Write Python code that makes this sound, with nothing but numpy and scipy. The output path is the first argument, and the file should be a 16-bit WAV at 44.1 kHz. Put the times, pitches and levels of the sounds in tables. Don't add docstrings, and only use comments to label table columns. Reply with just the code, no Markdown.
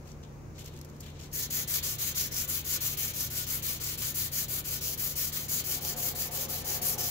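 import sys
import numpy as np
from scipy import signal
from scipy.fft import rfft, irfft
from scipy.io import wavfile
from scipy.ndimage import uniform_filter1d

SR = 44100
rng = np.random.default_rng(int(sys.argv[2]) if len(sys.argv) > 2 else 0)


def ratio_of_db(decibels):
    return 10 ** (np.asarray(decibels, float) / 20)


def materialize(psi):
    bounded = np.clip(np.atleast_2d(psi).T, -1, 1)
    quanta = np.round(bounded * 32767).astype(np.int16)
    wavfile.write(sys.argv[1], SR, quanta)


N = 313110


# [pad breaks free t/s, grit level/dB, fastest point 0-1, stuck at
# next turn t/s]
SANDING_STROKES = [(1.327, -40, 0.6, 0.042), (1.673, -38, 0.67, 0.034), (1.983, -38.0, 0.5, 0.026),
                   (2.311, -38.5, 0.55, 0.026), (2.643, -38, 0.8, 0.035), (2.97, -38.5, 0.35, 0.019),
                   (3.299, -39.5, 0.43, 0.017), (3.622, -38.5, 0.37, 0.022), (3.973, -38, 0.54, 0.02),
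                   (4.315, -37, 0.64, 0.034), (4.641, -38.5, 0.52, 0.02), (4.974, -37.5, 0.42, 0.018),
                   (5.322, -40.5, 0.34, 0.018), (5.639, -38.5, 0.52, 0.021), (5.96, -38.5, 0.56, 0.025),
                   (6.309, -39, 0.66, 0.027), (6.643, -39.0, 0.6, 0.026), (6.978, -38, 0.2, 0.016),
                   (1.501, -39, 0.52, 0.033), (1.826, -37.5, 0.18, 0.026), (2.146, -38.5, 0.26, 0.029),
                (2.475, -37.0, 0.26, 0.03), (2.804, -38, 0.31, 0.022), (3.134, -40.5, 0.55, 0.022),
                (3.463, -40, 0.5, 0.023), (3.8, -39.5, 0.63, 0.021), (4.141, -36.5, 0.43, 0.032),
                (4.481, -37.5, 0.34, 0.032), (4.807, -37.5, 0.4, 0.026), (5.153, -37, 0.43, 0.025),
                (5.481, -37.5, 0.58, 0.025), (5.807, -39.0, 0.66, 0.029), (6.148, -38.5, 0.5, 0.027),
                (6.483, -40.5, 0.44, 0.023), (6.814, -36, 0.44, 0.027)]


def strokes():
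    return np.transpose(sorted(SANDING_STROKES))


def hand(rise, fall, jolt, late_s, trail_s):
    last_turn_s = 7.16
    start, _, fastest, stuck = strokes()
    next_turn = np.r_[start[1:] + late_s, last_turn_s]
    start = start + late_s
    end = next_turn - stuck + trail_s
    t = np.arange(N) / SR
    k = np.clip(np.searchsorted(start, t) - 1, 0, len(start) - 1)
    way = np.clip((t - start[k]) / (end - start)[k], 0, 1)
    speeding = np.sin(np.pi / 2 * np.clip(way / fastest[k], 0, 1)) ** rise
    up = jolt + (1 - jolt) * speeding
    down = np.sin(np.pi / 2 * np.clip((1 - way) / (1 - fastest[k]), 0, 1)) ** fall
    return uniform_filter1d(up * down * (way > 0), size=260), k


# [f/Hz, left minus right level/dB]
GRIT_BALANCE = [(700, -1), (1300, 1.5), (2400, 2), (4400, 2), (6500, -1), (9000, 10), (12000, 2),
                (15000, 11)]


def sanding():
    tear = tearing()
    grit = paper_colour(tear)
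    tips_speed, k = hand(0.5, 0.64, 0.27, 0.0016, 0.0084)
    sheet_speed, _ = hand(0.52, 0.68, 0.14, -0.006, 0.026)
    tips = tips_speed * patchy(grit, [8000, 10400, 14200, 18960], 1.0, 17) * ratio_of_db(6.5)
    strokes_sound = tips + pad(tear, grit, k) + panel(tear, grit, sheet_speed, k)
    grit_db = strokes()[1]
    work = ratio_of_db(grit_db[k]) * strokes_sound + flexing(sheet_speed) + chips()
    return irfft(rfft(work) * sides(on_log(GRIT_BALANCE, work)), N)


def tearing():
    luck = np.minimum(rng.exponential(size=N // 6 + 1), 4.5)
    size = np.repeat(ratio_of_db(1.6 * luck), 6)[:N]
    size = size * ratio_of_db(1.0 * walk(120) + 0.76 * walk(25))
    low = band(pair(0.33, lag=-6) * size, 100, 8200)
    high = band(pair(0.1, lag=-6) * size, 8200, 21000)
    return unit(low + high)


def effort():
    start, grit_db = strokes()[:2]
    usual_db = -39
    return start - start[0], grit_db - usual_db


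def pad(tear, grit, k):
    worn_s, extra_db = effort()
    effort_share = 0.83
    level_db = (-5 - (1 - effort_share) * extra_db)[k]
    speed, _ = hand(1.0, 0.73, 0.42, 0.00033, 0.017)
    paper = patchy(grit, [4314, 4850, 6370, 7350, 8420], 1.83, 12) * ratio_of_db(5.0 + level_db)
    fold_db, fade_db_per_s = -6, 2.9
    fold = ring(tear, 6490, 780) * ratio_of_db(2.5 + level_db + fold_db - fade_db_per_s * worn_s[k])
    return speed * (paper + fold)


# [f/Hz, width f/Hz, level/dB]
PANEL_MODES = [(1136, 18, -12), (1250, 22, -8), (1465, 25, -6), (1781, 16, -4), (2013, 18, -6),
               (2186, 14, -2), (2318, 14, -9), (3035, 12, -1)]


def panel(tear, grit, speed, k):
    worn_s, extra_db = effort()
    effort_share, clog_db_per_s = 0.37, 0.5
    level_db = -8.5 - (1 - effort_share) * extra_db - clog_db_per_s * worn_s
    settle_db, settle_s = -2.5, 0.12
    level_db = level_db + settle_db * np.exp(-worn_s / settle_s)
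    modes = sum(ratio_of_db(db + 2.5 * walk(8)) * ring(tear * speed, hz, width) for hz, width, db in PANEL_MODES)
    scrape = speed * patchy(grit, [800, 1500, 2300, 3300, 4500], 1.4, 16)
    return (scrape + ratio_of_db(-14) * unit(modes)) * ratio_of_db(3.0 + level_db[k])


def flexing(speed):
    return speed * unit(band(pair(0.89), 180, 824)) * ratio_of_db(-60.0 + 2 * walk(3.9))


# [t/s, peak level/dB]
LOOSE_GRAINS = [(1.527, -14), (1.568, -8), (1.7429, -16), (1.859, -8), (2.0546, -19), (2.0987, -15),
                (2.181, -6), (2.202, -2), (2.5556, -15), (2.7176, -28), (2.8734, -20), (3.3189, -19),
                (3.714, -21), (4.021, -2), (4.046, -18), (4.0615, -22), (4.2107, -4), (4.22, -6),
                (4.2327, -11), (4.355, -24), (4.3648, -17), (4.5144, -18), (4.8628, -11), (4.882, -2),
                (5.225, -8), (5.7309, -16), (5.85, 0), (6.0029, -15), (6.058, -18), (6.9127, -18)]


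def chips():
    ticks = np.sign(pair(0.4, lag=-6)) * clicks(np.array(LOOSE_GRAINS), 0.0004) * ratio_of_db(-15.5)
    return paper_colour(band(ticks, 2400, 20000))


# [f/Hz, level/dB per Hz]
GRIT_SPECTRUM = [(900, -14.5), (1600, -8.5), (2200, -5.5), (3100, -2.5), (3500, -4), (5400, -1.5),
                 (6500, 0), (7500, -2), (8300, -11.5), (10000, -6), (12200, 1.5), (14000, -1.5), (15500, 0)]


def paper_colour(x):
    return colour(x, GRIT_SPECTRUM)


def handling():
    scuff = paper_colour(pair(0.32, lag=-4.5))
    lows = unit(band(scuff, 1400, 4340))
    mids = unit(band(scuff, 4300, 8900))
    tops = unit(band(scuff, 8000, 18000))
    return (rustling(lows, mids, tops) + snapping(mids, tops)) * sides(3.1)[:, None]


# [t/s, length t/s, level/dB, top minus rustle level/dB, lows minus rustle level/dB]
GLOVE_SCUFFS = [(0.0, 0.05, -78, -6, -3), (0.048, 0.09, -65.5, -5, -0.5), (0.225, 0.031, -64, -18, 2.5),
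                (0.543, 0.06, -63, -12, 0), (0.579, 0.057, -56, -2, 0), (0.639, 0.066, -58, -2.5, 1.5),
                (0.704, 0.14, -67, -3, 3.5), (0.845, 0.016, -60, -3, -9), (0.855, 0.16, -73, -1, 4),
                (0.999, 0.022, -57, -4, -14), (1.011, 0.12, -62, -3, 6), (1.135, 0.074, -66.5, -16, 5),
                (1.19, 0.1, -58.5, -5.5, -0.5), (1.312, 0.03, -58, -2, -10)]


def rustling(lows, mids, tops):
    t = np.arange(N) / SR
    fastest, bluntness = 0.36, 0.65
    rustle = 0
    for start, length, db, top_db, low_db in GLOVE_SCUFFS:
        way = np.clip((t - start) / length, 0, 1)
        speed = np.minimum(way / fastest, (1 - way) / (1 - fastest))
        slide = np.sin(np.pi / 2 * speed) ** bluntness
        tone = mids + tops * ratio_of_db(top_db) + lows * ratio_of_db(low_db - 3.5)
        rustle = rustle + ratio_of_db(db) * slide * tone
    return rustle * ratio_of_db(2.0 * walk(150) + 1.1 * walk(500) + 3.5)


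# [t/s, peak level/dB, mids minus peak level/dB]
CREASE_SNAPS = [(0.0897, -54, -4), (0.117, -49, 1), (0.2184, -57, -15), (0.2294, -57, -13),
                (0.5721, -54, -17), (0.6444, -41, -17), (0.66, -35, -7), (0.7374, -47, -14),
                (0.765, -45, -10), (0.7744, -43, -10), (0.7896, -42, -14), (0.8134, -32, -11),
                (0.848, -39, -16), (0.8889, -50, -10), (0.899, -46, -5), (0.9644, -48, -9),
                (1.006, -32, -12), (1.0154, -51, -11), (1.211, -39, -8), (1.2244, -45, -12),
                (1.2424, -44, -11), (1.2694, -51, -11)]


def snapping(mids, tops):
    snaps = np.array(CREASE_SNAPS)
    start, peak_db, mids_db = snaps.T
    bright = clicks(snaps, 0.0017) * np.sign(tops) * ratio_of_db(-9.5)
    dull = clicks(np.c_[start, peak_db + mids_db], 0.0022) * mids
    return bright + dull


def room(x):
    t60_s, level_db = 0.37, -9.5
    t = np.arange(SR // 2) / SR
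    air = rng.standard_normal((2, len(t))) * (t > 0.004)
    low = band(air, 340, 4280) * ratio_of_db(-60 * t / t60_s)
    high = band(air, 3140, 25000) * ratio_of_db(-60 * t / (0.52 * t60_s))
    tail = unit(low + 0.45 * high) / np.sqrt(len(t))
    return ratio_of_db(level_db) * signal.fftconvolve(x, tail, axes=1)[:, :N]


# [f/Hz, level/dB, left minus right level/dB]
FAN_LINES = [(41.4, -57.5, 2), (82.8, -50.5, 1), (146.25, -48.5, -1)]


def fan():
    t = np.arange(N) / SR
    hum = 0
    for hz, db, pan_db in FAN_LINES:
        level = ratio_of_db(db + 1.5 + 0.11 * walk(3.7))
        line = np.sin(2 * np.pi * hz * t + 0.066 * walk(1.45))
        hum = hum + level * sides(pan_db)[:, None] * line
    return hum


# [f/Hz, width f/Hz, level/dB, left minus right level/dB]
DUCT_BOOMS = [(84.4, 13, -61.5, 3.5), (114.5, 8.3, -53.5, -4), (172.5, 7, -66, -18), (229.2, 30, -60, 2.5),
              (361.7, 17, -66, 8)]


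def booms():
    out = 0
    for hz, width, db, pan_db in DUCT_BOOMS:
        boom = ring(ring(pair(1.0), hz, width), hz, width)
        out = out + ratio_of_db(db) * sides(pan_db)[:, None] * boom
    return out


# [f/Hz, width f/Hz, level/dB]
BLOWER_DUCT = [(240, 14, -5), (420, 100, -3), (520, 50, 1), (711, 10, 0), (766, 14, -11), (822, 10, -5.5),
               (1057, 40, -14)]


def blower():
    start_s, spin_up_s, level_db, gain_db_per_s = 5.56, 0.18, -55.5, 1.5
    on_s = np.maximum(np.arange(N) / SR - start_s, 0)
    flow = (1 - np.exp(-on_s / spin_up_s)) * ratio_of_db(level_db + gain_db_per_s * on_s + 1.0 * walk(14))
    rush = pair(0.49)
    duct = unit(sum(ratio_of_db(db) * ring(rush, hz, width) for hz, width, db in BLOWER_DUCT))
    return duct * flow * ratio_of_db(7.5)


# [f/Hz, likeness 0-1]
AIR_LIKENESS = [(60, .99), (250, .88), (500, .6), (1000, .05)]
# [f/Hz, level/dB per Hz]
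AIR_SPECTRUM = [(20, -23), (32, -14.5), (62, -6), (150, -13.5), (300, -14.5), (530, -17), (620, -22.5),
                (1000, -24.5), (1700, -32.5), (2500, -34.5), (3300, -45), (6700, -37), (8600, -49.5),
                (15600, -46)]


def air_rush():
    mid, side = noise(2)
    alike = np.clip(on_log(AIR_LIKENESS, mid), 0, 1)
    mid = irfft(rfft(mid) * np.sqrt(1 + alike), N)
    side = irfft(rfft(side) * np.sqrt(1 - alike), N)
    air = unit(colour(np.array([mid + side, mid - side]), AIR_SPECTRUM)) * ratio_of_db(-49)
    return air * sides(2.6)[:, None]


def unit(x):
    return x / np.sqrt(np.mean(x ** 2))


def noise(*shape):
    return rng.standard_normal(shape + (N,))


def pair(alike, lag=0):
    shared = noise()
    alike = np.clip(alike, 0, 1)
    both = np.array([np.roll(shared, lag), shared])
    return np.sqrt(alike) * both + np.sqrt(1 - alike) * noise(2)


def walk(rate):
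    k = int(SR / rate)
    held = np.repeat(rng.standard_normal(N // k + 1), k)
    return 1.29 * uniform_filter1d(held, k)[:N]


def clicks(rows, decay_s):
    hits = np.zeros(N)
    hits[(rows[:, 0] * SR).astype(int)] = ratio_of_db(rows[:, 1])
    return signal.lfilter([1], [1, -np.exp(-1 / (decay_s * SR))], hits)


def ring(x, hz, width):
    return unit(signal.lfilter(*signal.iirpeak(hz, hz / width, SR), x))


def bins_hz(x):
    return np.arange(x.shape[-1] // 2 + 1) * SR / x.shape[-1] + 1


def on_log(points, x):
    hz, value = np.transpose(points)
    return np.interp(np.log(bins_hz(x)), np.log(hz), value)


def colour(x, points):
    return irfft(rfft(x) * ratio_of_db(on_log(points, x)), x.shape[-1])


def band(x, lo_hz, hi_hz):
    octave = np.log2(bins_hz(x))

    def edge(hz):
        return np.clip((octave - np.log2(hz)) * 4 + 0.5, 0, 1)

    return irfft(rfft(x) * (edge(lo_hz) - edge(hi_hz)), x.shape[-1])


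def patchy(x, edges_hz, patch_db, rate):
    bands = zip(edges_hz[:-1], edges_hz[1:])
    return unit(sum(ratio_of_db(patch_db * walk(rate)) * band(x, lo, hi) for lo, hi in bands))


def sides(pan_db):
    return ratio_of_db(np.array([pan_db, -pan_db]) / 2)


def scene():
    work = handling() + sanding()
    return work + room(work) + fan() + booms() + blower() + air_rush()


def roll_off(x):
    return signal.sosfilt(signal.butter(12, 17100, fs=SR, output="sos"), x)


def record(dry):
    rounded = np.tanh(3 * dry) / 3
    top_cut = signal.ellip(12, 0.3, 80, 15700, fs=SR, output="sos")
    mix = signal.sosfilt(top_cut, rounded)
    return roll_off(mix)


dry = scene()
out = record(dry)
materialize(out)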